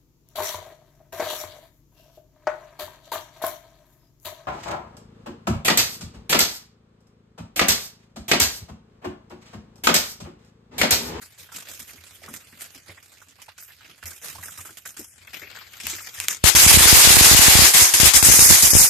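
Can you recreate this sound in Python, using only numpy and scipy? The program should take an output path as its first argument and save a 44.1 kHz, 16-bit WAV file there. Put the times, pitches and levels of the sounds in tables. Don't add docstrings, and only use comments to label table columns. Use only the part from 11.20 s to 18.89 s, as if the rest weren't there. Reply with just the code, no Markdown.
import sys
import numpy as np
from scipy import signal
from scipy.fft import rfft, irfft, next_fast_len
from scipy.io import wavfile
from scipy.ndimage import uniform_filter1d, map_coordinates

SR = 44100
rng = np.random.default_rng(int(sys.argv[2]) if len(sys.argv) > 2 else 0)


def waveform_to_disk(signal):
    frames = np.transpose(np.atleast_2d(signal))
    scaled = np.clip(frames, -1, 1) * 32767
    samples = np.round(scaled).astype(np.int16)
    wavfile.write(sys.argv[1], SR, samples)


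def volts(x):
    e = np.asarray(x, float) / 20
    return 10 ** e


N = 339129

# start_s, peak_db, t60_s
THUMPS = [(0.209, -52, 0.22), (0.494, -51, 0.22), (0.59, -52, 0.22), (0.781, -51, 0.22), (1.034, -53, 0.22),
          (1.139, -52, 0.22), (1.282, -53, 0.22), (1.692, -43, 0.22), (2.014, -55, 0.22),
          (2.278, -56, 0.22), (2.841, -37, 0.22), (3.135, -46, 0.22), (3.184, -41, 0.22),
          (3.386, -43, 0.22), (3.779, -51, 0.22), (4.006, -52, 0.22), (4.223, -53, 0.22),
          (4.652, -41, 0.22), (4.755, -50, 0.22), (4.978, -43, 0.22)]
# start_s, peak_db, pitch_hz, t60_s
PUFFS = [(0.346, -30.5, 233, 0.16), (0.601, -32, 236, 0.12), (0.49, -40, 520, 0.3), (1.04, -37, 520, 0.5),
         (1.083, -29.5, 260, 0.4), (1.324, -38, 243, 0.24), (1.553, -37, 267, 0.15),
         (1.688, -31, 514, 0.16), (3.017, -41.5, 517, 0.21), (3.182, -34, 165, 0.22),
         (3.493, -35, 322, 0.13), (3.79, -23.5, 352, 0.12), (4.218, -33.5, 425, 0.21),
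         (4.633, -32, 241, 0.21), (4.729, -27, 335, 0.11), (0.74, -37, 280, 0.2), (2.07, -47, 250, 0.3),
         (2.68, -42, 300, 0.3)]
# time_s, vigour_db, sharpness_db, left_minus_right_db
JET = [(0, -59, 0, 0), (.5, -55, 0, -2), (.8, -56, .8, -3.5), (1.5, -57, 1.5, -1.5), (1.75, -60, 0, -3.5),
       (2.3, -63, -3, -2.5), (2.6, -62, -3, -3), (2.99, -62, 4, -2.5), (3.1, -49, 5, -3.5),
       (3.52, -60, 4, -2), (3.63, -60, 3, -3), (3.9, -64, 3, 2.5), (4.05, -58, -6, 3.5),
       (4.26, -48, -11, 5.5), (4.58, -51, -7, 2.5), (4.75, -46, -7, 2), (4.9, -49, -11, 2),
       (5.22, -51, -3, 2.5)]
# frequency_hz, density_db (per Hz)
JET_COLOUR = [(90, -49), (140, -4.5), (240, -9.5), (500, -9), (960, -12.5), (1330, -7.5), (2450, -5),
              (4870, -10), (7010, -3), (14500, -14)]
# start_s, peak_db, rise_s, sizzle_minus_rush_db
FLARES = [(.01, -48, .02, 1.5), (.18, -48, .02, 1.5), (.33, -46, .03, 1.5), (.67, -47, .022, 0),
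          (.85, -54, .05, 1.5), (1.385, -47, .03, 3), (1.54, -49, .015, 2.5), (1.66, -49, .03, -7),
          (3.02, -46, .04, 3), (3.81, -61, .04, 14), (4.63, -41, .025, -1.5), (4.94, -46, .025, 4),
          (5.1, -34, .014, 4)]
# start_s, length_s, gain_db
TOP_LIFTS = [
    (.18, .09, 7),
    (.33, .09, 3),
    (.48, .25, 5),
    (2.41, .16, 12),
    (2.83, .13, 3),
    (3.85, .15, -10),
    (4.07, .52, 11),
    (4.75, .2, 8),
]
# start_s, crack_peak_db, ring_hz, wash_t60_s
BARE_POPS = [(0.3186, -33, 1320, .34), (0.3416, -30, 3200, .25), (0.503, -33, 1500, .2),
             (0.4828, -32, 3530, .55), (0.5935, -30, 3370, .23), (1.086, -32, 726, .32),
             (1.1395, -23, 3320, .17), (1.4084, -28, 3160, .2), (1.8273, -36, 2550, .17),
             (1.9175, -39, 1420, .2), (2.0166, -35, 1340, .14), (2.0835, -39, 3560, .15),
             (2.2188, -31, 2310, .12), (2.3805, -31, 2520, .3), (2.7595, -47, 2540, .28),
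             (2.8567, -24.5, 2250, .5), (3.018, -32, 2600, .83), (3.2284, -28, 1800, .46),
             (3.322, -36, 2570, .49), (3.3746, -29, 1190, .45), (3.4507, -27.5, 1340, .34),
             (3.572, -27, 3500, .1), (3.6535, -24.5, 2460, .26), (3.766, -27.5, 1550, .28),
             (3.7798, -30, 2600, .2), (4.6001, -24, 2760, .54), (4.6692, -10, 3370, .7),
             (5.0015, -10, 2500, .4), (5.0841, -4, 2530, .16), (5.1058, -17, 3740, .24)]
# start_s, crack_peak_db, ring_hz, wash_t60_s
VEILED_POPS = [(0.2882, -46, 1570, .2), (0.4686, -34, 3250, .33), (1.0363, -36, 1860, .27),
               (1.281, -46, 2640, .25), (1.326, -43, 1920, .84), (1.7697, -39, 1820, .14),
               (2.1844, -44, 940, .36), (2.2813, -34, 1500, .16), (2.4823, -40, 1740, .42),
               (2.607, -43, 1490, .41), (2.645, -43, 2550, .46), (2.6895, -41, 3120, .33),
               (2.826, -31, 1590, .15), (3.9766, -45, 2460, .39), (4.008, -42.5, 2670, .39),
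               (4.0711, -35, 2550, .22), (4.1323, -28, 2320, .56), (4.22, -34, 2300, .4),
               (4.351, -35, 1710, .58), (4.4132, -35, 1320, .18), (4.5342, -33, 3070, .18),
               (4.869, -29.5, 2120, .098)]
# start_s, peak_db, left_minus_right_db
SNAPS = [(0.3192, -30, 0.0), (0.3416, -28, -1.0), (0.5955, -26, -5.5), (1.034, -32, 0.0),
         (1.0874, -30, -2.0), (1.1393, -18, -3.0), (1.282, -39, -0.5), (1.3254, -37, -5.5),
         (1.4092, -20, -0.5), (1.8282, -33, -1.5), (2.0158, -39, -3.0), (2.0852, -39, 2.5),
         (2.1844, -45, -2.5), (2.2184, -27, -8.0), (2.2822, -36, -1.5), (2.3795, -29, 2.0),
         (2.4254, -29, -2.0), (2.4803, -37, -7.5), (2.607, -43, 0.0), (2.7591, -44, 0.5),
         (2.8275, -32, -8.0), (2.8374, -28, -7.0), (2.8564, -21, -3.0), (3.016, -28, -4.5),
         (3.2271, -24, -2.0), (3.3752, -26, -5.5), (3.4511, -26, -4.0), (3.5713, -25, -5.5),
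         (3.6536, -26, -2.0), (3.7668, -25, -2.5), (3.9794, -41, 6.0), (4.0726, -29, 4.5),
         (4.1315, -25, 1.5), (4.349, -31, 6.5), (4.5351, -30, 6.5), (4.6014, -23, 0.5), (4.6683, -10, 2.0),
         (4.8708, -21, 5.0), (5.001, -9, -1.5), (5.0838, -4, -1.0)]
# start_s, peak_db, pitch_hz
SPITS = [(0.028, -42, 1450), (0.289, -41, 1570), (0.319, -38, 1380), (0.381, -38, 1370), (0.6, -38, 2140),
         (0.694, -39, 2500), (0.778, -42, 2250), (1.018, -42, 681), (1.035, -36, 1980), (1.08, -34, 1280),
         (1.138, -38, 1840), (1.325, -42, 1930), (1.694, -37, 2290), (1.775, -38, 1910), (2.016, -41, 1350),
         (2.187, -47, 1070), (2.282, -37, 902), (2.381, -39, 1570), (2.503, -42, 1810), (2.607, -43, 1520),
         (2.646, -40, 2420), (2.827, -33, 1610), (2.857, -37, 2270), (2.917, -38, 1570), (3.015, -47, 2370),
         (3.036, -40, 1730), (3.153, -36, 891), (3.182, -35, 1110), (3.229, -31, 1840), (3.282, -32, 1510),
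         (3.387, -36, 1140), (3.45, -38, 1310), (3.489, -38, 1530), (3.571, -44, 1510), (3.651, -36, 1590),
         (3.657, -33, 1680), (3.768, -43, 1550), (4.075, -35, 2090), (4.132, -33, 2210), (4.216, -35, 2160),
         (4.233, -33, 2190), (4.27, -35, 2390), (4.327, -36, 2280), (4.35, -36, 1730), (4.369, -33, 1450),
         (4.412, -35, 1330), (4.535, -38, 2330), (4.601, -29, 2420), (4.655, -30, 2500), (4.668, -24, 2080),
         (4.73, -28, 2400), (4.783, -32, 2020), (4.804, -34, 1420), (4.871, -31, 2110), (4.949, -37, 1840),
         (4.98, -30, 1840), (5.001, -22, 2410), (5.042, -35, 2120), (5.083, -13, 2430), (5.115, -26, 1740)]
# start_s, sizzle_db, hold_s, fade_db_per_s, rush_minus_sizzle_db
VOLLEYS = [(5.239, -10.5, .04, 265, -3), (5.35, -12.5, .1, 120, -4), (5.47, -13, .9, 150, -2.5),
           (6.39, -14, .09, 190, -3), (6.537, -12.5, .09, 135, -5), (6.738, -13, .004, 900, -7),
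           (6.742, -19, .03, 150, -6), (6.8, -13, .03, 100, -3), (6.84, -12, .035, 280, -5),
           (6.936, -10.5, .03, 250, -7), (7.027, -11.5, .11, 100, -8), (7.191, -11.5, .05, 80, -9),
           (7.29, -12.5, .05, 90, -6.5), (7.423, -13.5, .04, 250, -10), (7.504, -16, .008, 200, -12),
           (7.534, -12, .115, 300, -10)]
# start_s, crack_peak_db, left_minus_right_db
BLASTS = [(5.2387, -6, -2), (5.351, 5, 1), (6.5368, -3, 0), (6.7383, 1.5, 10), (6.7615, -6, 0),
          (6.7996, 5, 5), (6.8099, 0, 12), (6.9358, 5, 5), (7.0263, 5, 13), (7.1927, 6, -9),
          (7.4238, -1, -6), (7.5037, -3.5, 6.5), (7.551, -4, -10)]
# frequency_hz, density_db (per Hz)
VOLLEY_COLOUR = [(180, -31), (300, -11.5), (590, -12.5), (810, -8), (1450, -8), (1970, -4), (2960, -5),
                 (4900, -4.5), (6760, 0.5), (11700, -3), (14300, 0.5)]
# frequency_hz, left_minus_right_db
VOLLEY_BALANCE = [(300, 4), (600, 1), (1300, 3), (2500, 2.5), (4500, 2), (6500, 5.5), (9000, -2),
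                  (14000, -3)]
# start_s, bias_kick (full scale = 1), deafening_db
LEFT_KICKS = [(5.2414, -.42, 6.5), (5.4648, -.64, 9), (5.5147, -.52, 7), (5.5656, -.76, 12),
              (5.573, .67, 4), (5.6072, .5, 4), (5.773, .42, 2), (5.9434, -.32, 8), (5.9692, -.36, 10),
              (5.9765, .26, 2), (6.0104, -.41, 0), (6.3885, -.3, 0), (7.3105, .59, 5), (7.435, .3, 1.1),
              (7.5675, -.7, 4)]
# start_s, bias_kick (full scale = 1), deafening_db
RIGHT_KICKS = [(5.2398, -1.13, 30), (5.3494, -.46, 2), (5.4639, -.67, 5.8), (5.515, .36, 6.9),
               (5.542, -.84, 2), (5.5724, .75, 8), (5.6571, -.58, 10), (5.728, 1.5, 7.6),
               (5.7728, -.7, 1.6), (5.8738, -.77, 8), (5.9052, -.69, 2), (5.9688, .9, 4.5),
               (6.0104, -.79, 9.6), (6.1138, .98, .9), (6.1348, -.53, .6), (6.148, .88, 18),
               (6.1921, -.8, 12), (6.2818, -1.04, 7), (6.3531, 1.24, 5), (6.3914, 1.01, 11),
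               (6.4208, -.77, 1.1), (6.8005, -.52, 1.1), (6.8323, .88, 26), (7.0282, -.65, 17),
               (7.0865, .88, 2.7), (7.0988, -.6, 17), (7.19, -.67, 6), (7.3045, .79, .8), (7.533, -.58, 38),
               (7.5519, 1.3, 5)]
# start_s, length_s, loss_db, fade_s
RIGHT_STALLS = [
    (5.239, .017, 61, .003),
    (5.255, 0.0085, 15, .002),
    (5.288, 0.046, 57, 0.046),
    (6.803, 0.0055, 10, 0.0022),
    (6.82, .014, 18, .004),
    (6.893, .034, 22, 0.035),
    (6.936, 0.0062, 38, .002),
    (7.528, 0.012, 30, .003),
]

SPLIT_HZ, TOP_HZ, CUTOFF_HZ = 5000, 11950, 14200


def rms_one(x):
    return x / np.sqrt(np.mean(x ** 2) + 1e-20)


def add_at(out, start_s, sound):
    out[:, round(start_s * SR):][:, :sound.shape[-1]] += sound


def in_time(rows):
    time_s, *columns = np.transpose(rows)
    return [np.interp(np.arange(N) / SR, time_s, column) for column in columns]


def sides(pan_db):
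    return volts(np.array([pan_db / 2, -pan_db / 2]))


def drift(rate_hz):
    r = np.exp(-80 * np.pi * rate_hz / SR)
    slow = signal.lfilter([1], [1, -2 * r, r * r], rng.standard_normal(N // 40 + 2002))[2000:]
    return np.interp(np.arange(N) / 40, np.arange(len(slow)), rms_one(slow))


def ring(x, hz, t60_s):
    r, w = volts(-60 / (t60_s * SR)), 2 * np.pi * hz / SR
    return signal.lfilter([0, np.sin(w)], [1, -2 * r * np.cos(w), r * r], x + 1e-18)


def high_pass(x, order, hz):
    return signal.sosfilt(signal.butter(order, hz, "high", fs=SR, output="sos"), x)


def crackle(per_s, spread_db, alike, echo_db):
    snaps = (rng.random((3, N)) < per_s / SR) * rng.choice([-1, 1], (3, N))
    snaps = rms_one(snaps * volts(spread_db * np.minimum(rng.exponential(1, (3, N)), 4)))
    mix = snaps + volts(echo_db) * rng.standard_normal((3, N))
    return np.sqrt(alike) * mix[0] + np.sqrt(1 - alike) * mix[1:]


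def patches(x, patchy_db, span_s, octaves):
    hz, s, frames = signal.stft(x, SR, nperseg=256)
    pitch = np.log2(np.maximum(hz, 100) / 100)
    grid = np.meshgrid(pitch / octaves, s / span_s, indexing="ij")
    field = [map_coordinates(rng.standard_normal((64, 1024)), grid, order=1, mode="wrap") for _ in range(3)]
    gain = volts(patchy_db * (field[0] + 0.5 * np.array(field[1:])))
    return signal.istft(frames * gain, SR)[1][:, :N]


def bands(x, colour, balance=((100, 0), (10000, 0))):
    size = next_fast_len(N)
    hz = np.maximum(np.arange(size // 2 + 1) * SR / size, 1)

    def read(points):
        point_hz, db = np.transpose(points)
        return np.interp(np.log(hz), np.log(point_hz), db)

    spectrum = rfft(x, size) * volts(read(colour)) * sides(read(balance))
    high = 1 / (1 + np.minimum(SPLIT_HZ / hz, 10) ** 50)
    top = 1 / (1 + np.minimum(TOP_HZ / hz, 10) ** 60)
    shares = (1 - high, high * (1 - top), top)
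    return np.array([rms_one(irfft(spectrum * np.sqrt(share), size)[:, :N]) for share in shares])


def sputter(per_s, spread_db, t60_s, bed_db):
    born = (rng.random(N) < per_s / SR) * volts(2 * spread_db * np.minimum(rng.exponential(1, N), 2))
    power = signal.lfilter([1], [1, -volts(-120 / (t60_s * SR))], born)
    return rms_one(np.sqrt(power / power.mean() + volts(2 * bed_db)))


def cracks(rows):
    out, t = np.zeros((2, N + 400)), np.arange(400) / SR
    bounce = 0.8 * (t > 0.0008) * np.exp(-np.abs(t - 0.0008) / 0.0006)
    shape = np.exp(-t / 0.0005) + bounce
    for (s, db, pan_db), noise in zip(rows, rng.standard_normal((len(rows), 3, 400))):
        burst = high_pass(shape * (noise[0] + 0.9 * noise[1:]), 2, 1300)
        add_at(out, s, volts(db) * sides(pan_db)[:, None] * burst / np.abs(burst).max())
    return out[:, :N]


def flame(vigour_db):
    t = np.arange(SR // 3) / SR
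    level = volts(-65.5 + 0.4 * vigour_db + 1.9 * drift(17))
    hum = ring(rng.standard_normal(N) + 0.29 * rng.standard_normal((2, N)), 94, 0.07)
    out = level * rms_one(high_pass(hum, 5, 58))
    for (s, db, t60_s), detune in zip(THUMPS, rng.normal(1, 0.06, len(THUMPS))):
        swell = volts(db + 2.5 - 60 * t / t60_s) * (1 - np.exp(-t / 0.009))
        add_at(out, s, swell * np.sin(2 * np.pi * 90 * detune * t))
    return out


def puffs():
    out, t = np.zeros((2, N)), np.arange(SR // 4) / SR
    for (s, db, hz, t60_s), noise in zip(PUFFS, rng.standard_normal((len(PUFFS), 3, len(t)))):
        air = rms_one(ring(noise[0] + 0.22 * noise[1:], hz, 6.3 / hz))
        add_at(out, s, volts(db - 14.5 - 60 * t / t60_s) * (1 - np.exp(-t / 0.0029)) * air)
    return high_pass(out, 2, 90)


def spits():
    out, t = np.zeros((2, N)), np.arange(SR // 16) / SR
    envelope = volts(-60 * t / 0.055) * (1 - np.exp(-t / 0.0015))
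    for (s, db, hz), noise in zip(SPITS, rng.standard_normal((len(SPITS), 3, len(t)))):
        t60_s = 6.0 / hz
        burst = ring(ring(noise[0] + 0.7 * noise[1:], hz, t60_s), hz, t60_s) * envelope
        add_at(out, s, volts(min(db, -31) - 2.5) * burst / np.abs(burst.mean(axis=0)).max())
    return high_pass(out, 2, 450)


def star_snaps():
    near_db = -22
    rows = [(s, db - 2.5 + 0.46 * max(db - near_db, 0), pan_db) for s, db, pan_db in SNAPS]
    snaps = cracks(rows)
    return snaps + 0.12 * ring(snaps, 2900, 0.002)


def pop_washes(sharp_db):
    pops = [(*row, 3.5, -10) for row in BARE_POPS]
    pops += [(*row, -9, -4) for row in VEILED_POPS]
    t = np.arange(SR // 2) / SR
    power, rings = np.zeros((3, N)), np.zeros((2, N))
    swell = 1 - 0.75 * np.exp(-t / 0.005)
    usual_db, lag = -30, 0.43
    noises = rng.standard_normal((len(pops), 3, len(t)))
    for (s, db, hz, t60_s, sizzle_db, wash_db), noise in zip(pops, noises):
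        sizzle_db = sizzle_db + 0.6 * sharp_db[round(s * SR)]
        peak_db = db + wash_db - lag * max(db - usual_db, 0)
        wash = volts(peak_db - 60 * t / np.clip(t60_s, 0.03, 2)) * swell
        gains = volts(np.array([-6.0, sizzle_db - 4.5, sizzle_db - 6]))
        add_at(power, s, (gains[:, None] * wash) ** 2)
        body = rms_one(ring(noise[0] + 0.81 * noise[1:], hz, 8.0 / hz))
        add_at(rings, s, volts(-6.5 - 60 * t / 0.19) * wash * body)
    return power, high_pass(rings, 2, 650)


def flares():
    power, t = np.zeros((3, N)), np.arange(SR // 2) / SR
    for s, db, rise_s, sizzle_db in FLARES:
        flare = volts(db) * t / rise_s * np.exp(1 - t / rise_s)
        gains = volts(np.array([0, sizzle_db, sizzle_db - 3.0]))
        add_at(power, s, (gains[:, None] * flare) ** 2)
    return power


def top_lift():
    t = np.arange(N) / SR
    return volts(sum(db * ((t > s) & (t < s + length_s)) for s, length_s, db in TOP_LIFTS))


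def hiss(power, sharp_db):
    sparks = patches(crackle(900, 2.6, alike=0.3, echo_db=4), patchy_db=3.3, span_s=0.025, octaves=0.25)
    rush, sizzle, top = np.sqrt(power)[:, None] * bands(sparks, JET_COLOUR)
    body = signal.sosfiltfilt(signal.butter(2, 1000, fs=SR, output="sos"), rush)
    rush = rush - 0.45 * (sharp_db < -2.5) * body
    low_sizzle = signal.sosfiltfilt(signal.butter(4, 8000, fs=SR, output="sos"), sizzle)
    sound = rush + sizzle + top + low_sizzle * (volts(-0.65 * sharp_db) - 1)
    return sound * sputter(70, 3.2, 0.06, bed_db=0)


def jet_and_pops():
    rush_db, sharp_db, pan_db = in_time(JET)
    power = volts(np.array([rush_db, rush_db - 3 + sharp_db, rush_db - 4 + 1.2 * sharp_db])) ** 2
    wash_power, rings = pop_washes(sharp_db)
    power += wash_power + flares()
    power[2] *= top_lift() ** 2
    spray = sides(pan_db) * (hiss(power, sharp_db) + rings + spits())
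    vigour_db = rush_db - np.mean(JET, axis=0)[1]
    burning = np.arange(N) / SR < VOLLEYS[0][0]
    return burning * (spray + star_snaps() + flame(vigour_db))


def volleys():
    t, power = np.arange(N) / SR, np.zeros((2, N))
    for s, db, hold_s, fade_db_per_s, rush_db in VOLLEYS:
        rise = np.clip((t - s) / 0.002, 0, 1)
        level = rise * volts(db - fade_db_per_s * np.maximum(t - s - hold_s, 0))
        power += (level * volts(np.array([[rush_db], [0]]))) ** 2
    sparks = crackle(4000, 8.8, alike=0.071, echo_db=13.0)
    sparks = patches(sparks, patchy_db=1.5, span_s=0.03, octaves=0.3)
    rush, sizzle, top = bands(sparks, VOLLEY_COLOUR, VOLLEY_BALANCE)
    flicker = volts(1.06 * np.array([drift(60), drift(40)]))
    roar = np.sqrt(power[0]) * rush + np.sqrt(power[1]) * (sizzle + volts(-2.8) * top)
    return volts(1.0) * sides(-1.2)[:, None] * flicker * roar + cracks(BLASTS)


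def scene():
    return puffs() + jet_and_pops() + volleys()


def overload(x, kicks, stalls, shakes):
    t = np.arange(SR // 10) / SR
    deaf_db, bias = np.zeros(N + len(t)), np.zeros(N)
    for s, kick, db in kicks:
        at, recovery_s = round(s * SR), 0.011 + 0.0003 * db
        deaf_db[at:at + len(t)] += db * (1 - np.exp(-t / 0.0021)) * np.exp(-(t / recovery_s) ** 4)
        bias[at] += kick
    for s, length_s, db, fade_s in stalls:
        waking = np.exp(-np.maximum(t - length_s, 0) / 0.0067)
        deaf_db[round(s * SR):][:len(t)] += db * np.clip(t / fade_s, 0, 1) * waking
    heard = x * volts(-deaf_db[:N])
    bias += shakes * uniform_filter1d(heard ** 2, size=400) ** 1.62
    coupling_hz, coupling_q, kick_s = 65.6, 2.02, 0.0012
    w = 2 * np.pi * coupling_hz
    coupling = signal.bilinear([1, 0, 0], [1, w / coupling_q, w * w], SR)
    step = signal.lfilter([1], [1, -np.exp(-1 / (kick_s * SR))], bias + 1e-18)
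    thump = signal.lfilter(*coupling, step)
    return heard + signal.sosfilt(signal.butter(4, 1200, fs=SR, output="sos"), thump)


def drop_masked(x, under_db, from_hz):
    hz, s, frames = signal.stft(x, SR, nperseg=2048)
    power = np.mean(np.abs(frames) ** 2, axis=0)
    moment = power[(hz > 1000) & (hz < CUTOFF_HZ)].mean(axis=0)
    narrow = np.repeat(power[:1024].reshape(512, 2, -1).mean(axis=1), 2, axis=0)
    hz = hz[:1024, None]
    margin_db = under_db + 5 * (hz > SPLIT_HZ)
    weak = narrow < moment * volts(-2 * margin_db)
    lasting = uniform_filter1d(uniform_filter1d(narrow, size=3, axis=1), size=4, axis=0)
    streaks = (lasting < uniform_filter1d(lasting, size=40, axis=0) * volts(-5.6)) & (hz < 4500)
    streaks = uniform_filter1d(1. * streaks, size=3, axis=1) > 0.01
    affected = (hz > from_hz) & (hz < TOP_HZ)
    frames[:, :1024] *= np.where((weak | streaks) & affected, 0.05, 1)
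    return signal.istft(frames, SR)[1][:, :N]


def top_cut(x):
    return signal.sosfilt(signal.butter(12, 15130, fs=SR, output="sos"), x)


def record(dry):
    shakes = rng.standard_normal(N) * (rng.random(N) < 150 / SR)
    left = overload(dry[0], LEFT_KICKS, [], volts(4.0) * shakes)
    right = overload(dry[1], RIGHT_KICKS, RIGHT_STALLS, volts(5.0) * np.roll(shakes, shift=SR))
    squeezed = 1.447 * np.tanh(np.array([left, right]) / 1.211)
    thinned = drop_masked(squeezed, under_db=5.2, from_hz=2600)
    cut = signal.sosfilt(signal.ellip(10, 0.5, 60, CUTOFF_HZ, fs=SR, output="sos"), thinned)
    mix = np.clip(cut, -1.15, 1.15)
    return top_cut(mix)


dry = scene()
out = record(dry)
waveform_to_disk(out)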